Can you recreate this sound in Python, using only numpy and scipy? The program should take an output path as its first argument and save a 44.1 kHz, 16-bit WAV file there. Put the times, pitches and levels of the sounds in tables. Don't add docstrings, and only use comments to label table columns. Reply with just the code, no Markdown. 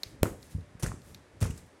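import sys
import numpy as np
from scipy import signal
from scipy.fft import rfft, irfft
from scipy.io import wavfile
from scipy.ndimage import uniform_filter1d

SR = 44100
rng = np.random.default_rng(int(sys.argv[2]) if len(sys.argv) > 2 else 0)


def master_out(mix):
    frames = np.transpose(np.atleast_2d(mix))
    ceiling = np.clip(frames, -1, 1)
    pcm = np.round(ceiling * 32767).astype(np.int16)
    wavfile.write(sys.argv[1], SR, pcm)


N = 79380


def amp(db):
    return 10 ** (np.asarray(db) / 20)


def unit(x):
    return x / np.sqrt(np.mean(x ** 2) + 1e-20)


def curve_at(points, hz):
    point_hz, value = np.transpose(points)
    return np.interp(np.log(hz + 1), np.log(point_hz + 1), value)


def add(mix, start, sound):
    part = mix[max(round(start * SR), 0):][:len(sound)]
    part += sound[:len(part)]


def colour(x, tone, size=4096):
    log_gain = np.log(amp(curve_at(tone, abs(np.fft.fftfreq(size, 1 / SR)))))
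    taps = np.fft.ifft(np.exp(np.conj(signal.hilbert(log_gain)))).real
    return signal.fftconvolve(x, taps[:size // 2])[:len(x)]


def crackle(per_s, size=N, spread_db=2.5):
    strength = amp(spread_db * np.minimum(rng.exponential(1, size), 4))
    return unit(strength * rng.choice([-1, 1], size) * (rng.random(size) < per_s / SR))


def room_tone(level_db=-56, waver_db=3.9):
    # frequency in Hz, relative noise density in dB.
    spectrum = [(15, -36), (25, -9.5), (87, 3), (195, -3.5), (256, -3), (516, -8), (591, -6), (641, -11),
                (1370, -16), (1840, -15), (2760, -23), (9840, -31.5), (16000, -53)]
    gain = amp(curve_at(spectrum, np.fft.rfftfreq(N, 1 / SR)))
    bed = irfft(rfft(rng.standard_normal(N)) * gain, N)
    low = signal.sosfiltfilt(signal.butter(2, 300, fs=SR, output="sos"), bed)
    waver = unit(uniform_filter1d(uniform_filter1d(rng.standard_normal(N), size=3000), size=2000))
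    return amp(level_db) * unit(bed - low + low * amp(waver_db * waver))


def peeling():
    # middle of the swell in seconds, half length in seconds, level before EQ in dB.
    pulls = [(0.052, 0.08, -56.5), (0.44, 0.046, -54), (0.519, 0.02, -50), (1.082, 0.065, -54.5),
             (1.573, 0.032, -54), (1.667, 0.0093, -60.5)]
    # frequency in Hz, EQ gain in dB.
    tone = [(200, -26), (1500, -12), (4500, -7), (11000, -6), (16000, -17)]
    t = np.arange(N) / SR
    swells = sum(amp(db) * np.exp(-((t - middle) / half) ** 2) for middle, half, db in pulls)
    return colour(swells * crackle(per_s=6400), tone)


def sticky_clicks(rise_s=0.0011, cup_hz=4050, cup_db=12):
    # start in seconds, relative level in dB, decay in seconds.
    patches = [(.0330, -25.5, 0.002), (.4275, -49, .003), (.608, -58.5, .002), (1.017, -56, 0.0024),
               (1.1456, -40.5, 0.0026), (1.589, -58, 0.0036)]
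    # frequency in Hz, EQ gain in dB.
    tone = [(100, -24), (380, 5), (1100, -5.5), (2400, 4.5), (3000, -3), (6000, 3), (9500, -9),
            (12500, 0.5), (16000, -17)]
    t, envelope = np.arange(SR // 10) / SR, np.zeros(N)
    for start, db, decay in patches:
        add(envelope, start, amp(db) * np.minimum(t / rise_s, 1) * np.exp(-t / decay))
    tear = envelope * rng.choice([-1., 1.], N)
    cup = signal.lfilter(*signal.iirpeak(cup_hz, Q=5, fs=SR), tear)
    return colour(tear + amp(cup_db) * cup, tone)


def thuds(push_db=6.5, give_share=0.34, give_stretch=3.03):
    # start in seconds, relative level in dB, contact time in seconds.
    blows = [(0.062, -46.5, 0.0071), (.220, -26, .012), (0.2551, -35, 0.0028), (.549, -27, 0.0059),
             (0.561, -30.5, 0.0061), (.583, -46, 0.0024), (0.592, -47, 0.005), (.751, -42.5, .0045),
             (.8325, -25, 0.0064), (.840, -25, 0.0044), (.868, -31, 0.01), (0.893, -33.5, 0.0056),
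             (.920, -40, 0.0057), (0.94, -38, 0.0038), (1.416, -27, 0.0043), (1.4222, -20, .007),
             (1.433, -23.5, 0.0065), (1.451, -31, 0.0056), (1.4994, -28, 0.0052)]
    # frequency of a table-top mode in Hz, relative level in dB, t60 in seconds.
    modes = [(60.5, -8, 0.2), (100, -9, 0.072), (140, -14, 0.124), (182.7, -6.5, 0.15), (257, -16, 0.19),
             (337, -12, 0.069), (455, 4, 0.051)]
    t, out = np.arange(SR // 2) / SR, np.zeros(N)
    ring = sum(amp(db - 60 * t / t60) * np.cos(2 * np.pi * hz * t) for hz, db, t60 in modes)
    lead_s = 0.03
    for start, db, contact in blows:
        from_peak = np.pi * ((t - lead_s) / contact - 0.5)
        force = np.exp(-from_peak ** 2)
        give = give_share * np.exp(-(from_peak / give_stretch) ** 2)
        table_top = signal.fftconvolve(force / force.sum(), ring)[:len(t)]
        add(out, start - lead_s, amp(db) * (amp(push_db) * (force - give) + table_top))
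    return out


def splats(rise_s=0.0012, splash_db=1, smack_db=4.5, smack_q=5.2, min_width_hz=600):
    # start in seconds, relative level in dB, decay in seconds, centre of the smack in Hz.
    folds = [(0.2301, -18.5, 0.0013, 13200), (0.7961, -51, 0.015, 9800), (0.825, -36, 0.0038, 10000),
             (0.831, -29.5, 0.0027, 6000), (.838, -32, 0.0019, 9400), (0.841, -32.5, 0.0026, 2050),
             (.8335, -34.5, .004, 450), (1.4245, -37, 0.0074, 600), (.862, -41.5, 0.01, 7800),
             (1.404, -50, 0.01, 6800), (1.4113, -34, 0.0023, 9650), (1.4169, -36.5, 0.0061, 2500),
             (1.4271, -27.5, 0.0014, 5900), (1.4409, -38, 0.0037, 2370), (1.459, -46.5, 0.0095, 1080),
             (1.4453, -43, 0.0042, 8950), (1.504, -48, 0.0089, 7600), (1.5764, -48.5, 0.0048, 8400)]
    # frequency in Hz, EQ gain in dB.
    tone = [(100, -3), (400, 16), (800, 4), (1900, 4), (3800, -1.5), (6500, 2.5), (10000, 0.5),
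            (13500, -5.5), (16000, -11)]
    t, out = np.arange(SR // 10) / SR, np.zeros(N)
    for start, db, decay, hz in folds:
        envelope = amp(db) * np.minimum(t / rise_s, 1) * np.exp(-t / decay)
        splash = envelope * crackle(per_s=20000, size=len(t))
        width_hz = max(hz / smack_q, min_width_hz)
        smack = signal.lfilter(*signal.iirpeak(hz, hz / width_hz, fs=SR), splash)
        add(out, start, amp(splash_db) * splash + amp(smack_db) * smack)
    return colour(out, tone)


def clap(start_s=0.2321, level_db=-3.5, length_s=0.0015):
    # frequency in Hz, EQ gain in dB.
    tone = [(30, 1.5), (90, 1), (200, -2.5), (560, 3.5), (850, -5), (1500, -4.5), (2800, -3), (4600, -7),
            (12000, 5.5), (16000, 4.5)]
    age, out = np.arange(SR // 10) / SR / length_s, np.zeros(N)
    add(out, start_s, -amp(level_db) * (1 - age) * np.exp(-age))
    return colour(out, tone)


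def bubbles(open_s=0.0004, pitch_climb=0.4):
    # start in seconds, level in dB, starting pitch in Hz, t60 in seconds.
    pops = [(0.2558, -22, 1240, 0.0081), (0.2619, -24.5, 960, 0.008), (0.8626, -21.5, 1550, 0.0048),
            (0.894, -31, 790, 0.0036), (0.9179, -24.5, 1050, 0.0065), (1.4185, -44, 1900, 0.0022),
            (1.455, -22.5, 950, 0.0042), (1.4765, -39, 1870, 0.0041), (1.509, -39.5, 2700, 0.013)]
    t, out = np.arange(SR // 10) / SR, np.zeros(N)
    for start, db, hz, t60 in pops:
        pitch = hz * (1 + pitch_climb * np.minimum(t / t60, 1))
        envelope = amp(db - 60 * t / t60) * np.minimum(t / open_s, 1)
        add(out, start, envelope * np.sin(2 * np.pi * np.cumsum(pitch) / SR))
    return out


def kitchen(x, build_s=0.00088, echo_s=0.037, echo_decay_s=0.004, echo_gain=0.64):
    # frequency in Hz, relative level of the reverb in dB, t60 in seconds.
    bands = [(60, 6, 0.28), (200, 4.5, 0.45), (465, 4.5, 0.37), (1350, 6, 0.26), (3380, 0, 0.35),
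             (8600, 1.5, 0.42), (13500, -2.5, 0.29)]
    band_hz, band_db, band_t60 = np.transpose(bands)
    hz, age, noise = signal.stft(rng.choice([-1., 1.], SR), SR, nperseg=256)
    db = curve_at(np.c_[band_hz, band_db], hz)[:, None]
    t60 = curve_at(np.c_[band_hz, band_t60], hz)[:, None]
    tail = signal.istft(noise * amp(db - 60 * age / t60), SR, nperseg=256)[1][:SR]
    t = np.arange(SR) / SR
    far_walls = echo_gain * (t > echo_s) * np.exp(-abs(t - echo_s) / echo_decay_s)
    tail *= (1 - np.exp(-t / build_s)) * (1 + far_walls)
    return signal.fftconvolve(x, tail / np.linalg.norm(tail))[:N]


def in_room(source, room_db, paths=1):
    direct = source()
    reflections = sum(kitchen(source()) for _ in range(paths)) / np.sqrt(paths)
    return direct + amp(room_db) * reflections


def scene():
    blows = in_room(thuds, room_db=-13.5) + in_room(clap, room_db=-12.5)
    landing = in_room(splats, room_db=-6, paths=3) + in_room(bubbles, room_db=-15)
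    lifting = in_room(sticky_clicks, room_db=-12.5, paths=3) + in_room(peeling, room_db=-1.5)
    return (blows + landing + lifting + room_tone())[None]


def record(dry):
    low_cut_hz, high_cut_hz = 33, 16000
    thinned = signal.sosfilt(signal.butter(2, low_cut_hz, "highpass", fs=SR, output="sos"), dry)
    low_pass = signal.firwin(255, high_cut_hz, window=("kaiser", 9), fs=SR)
    return signal.oaconvolve(thinned, low_pass[None], "same")


dry = scene()
out = record(dry)
master_out(out)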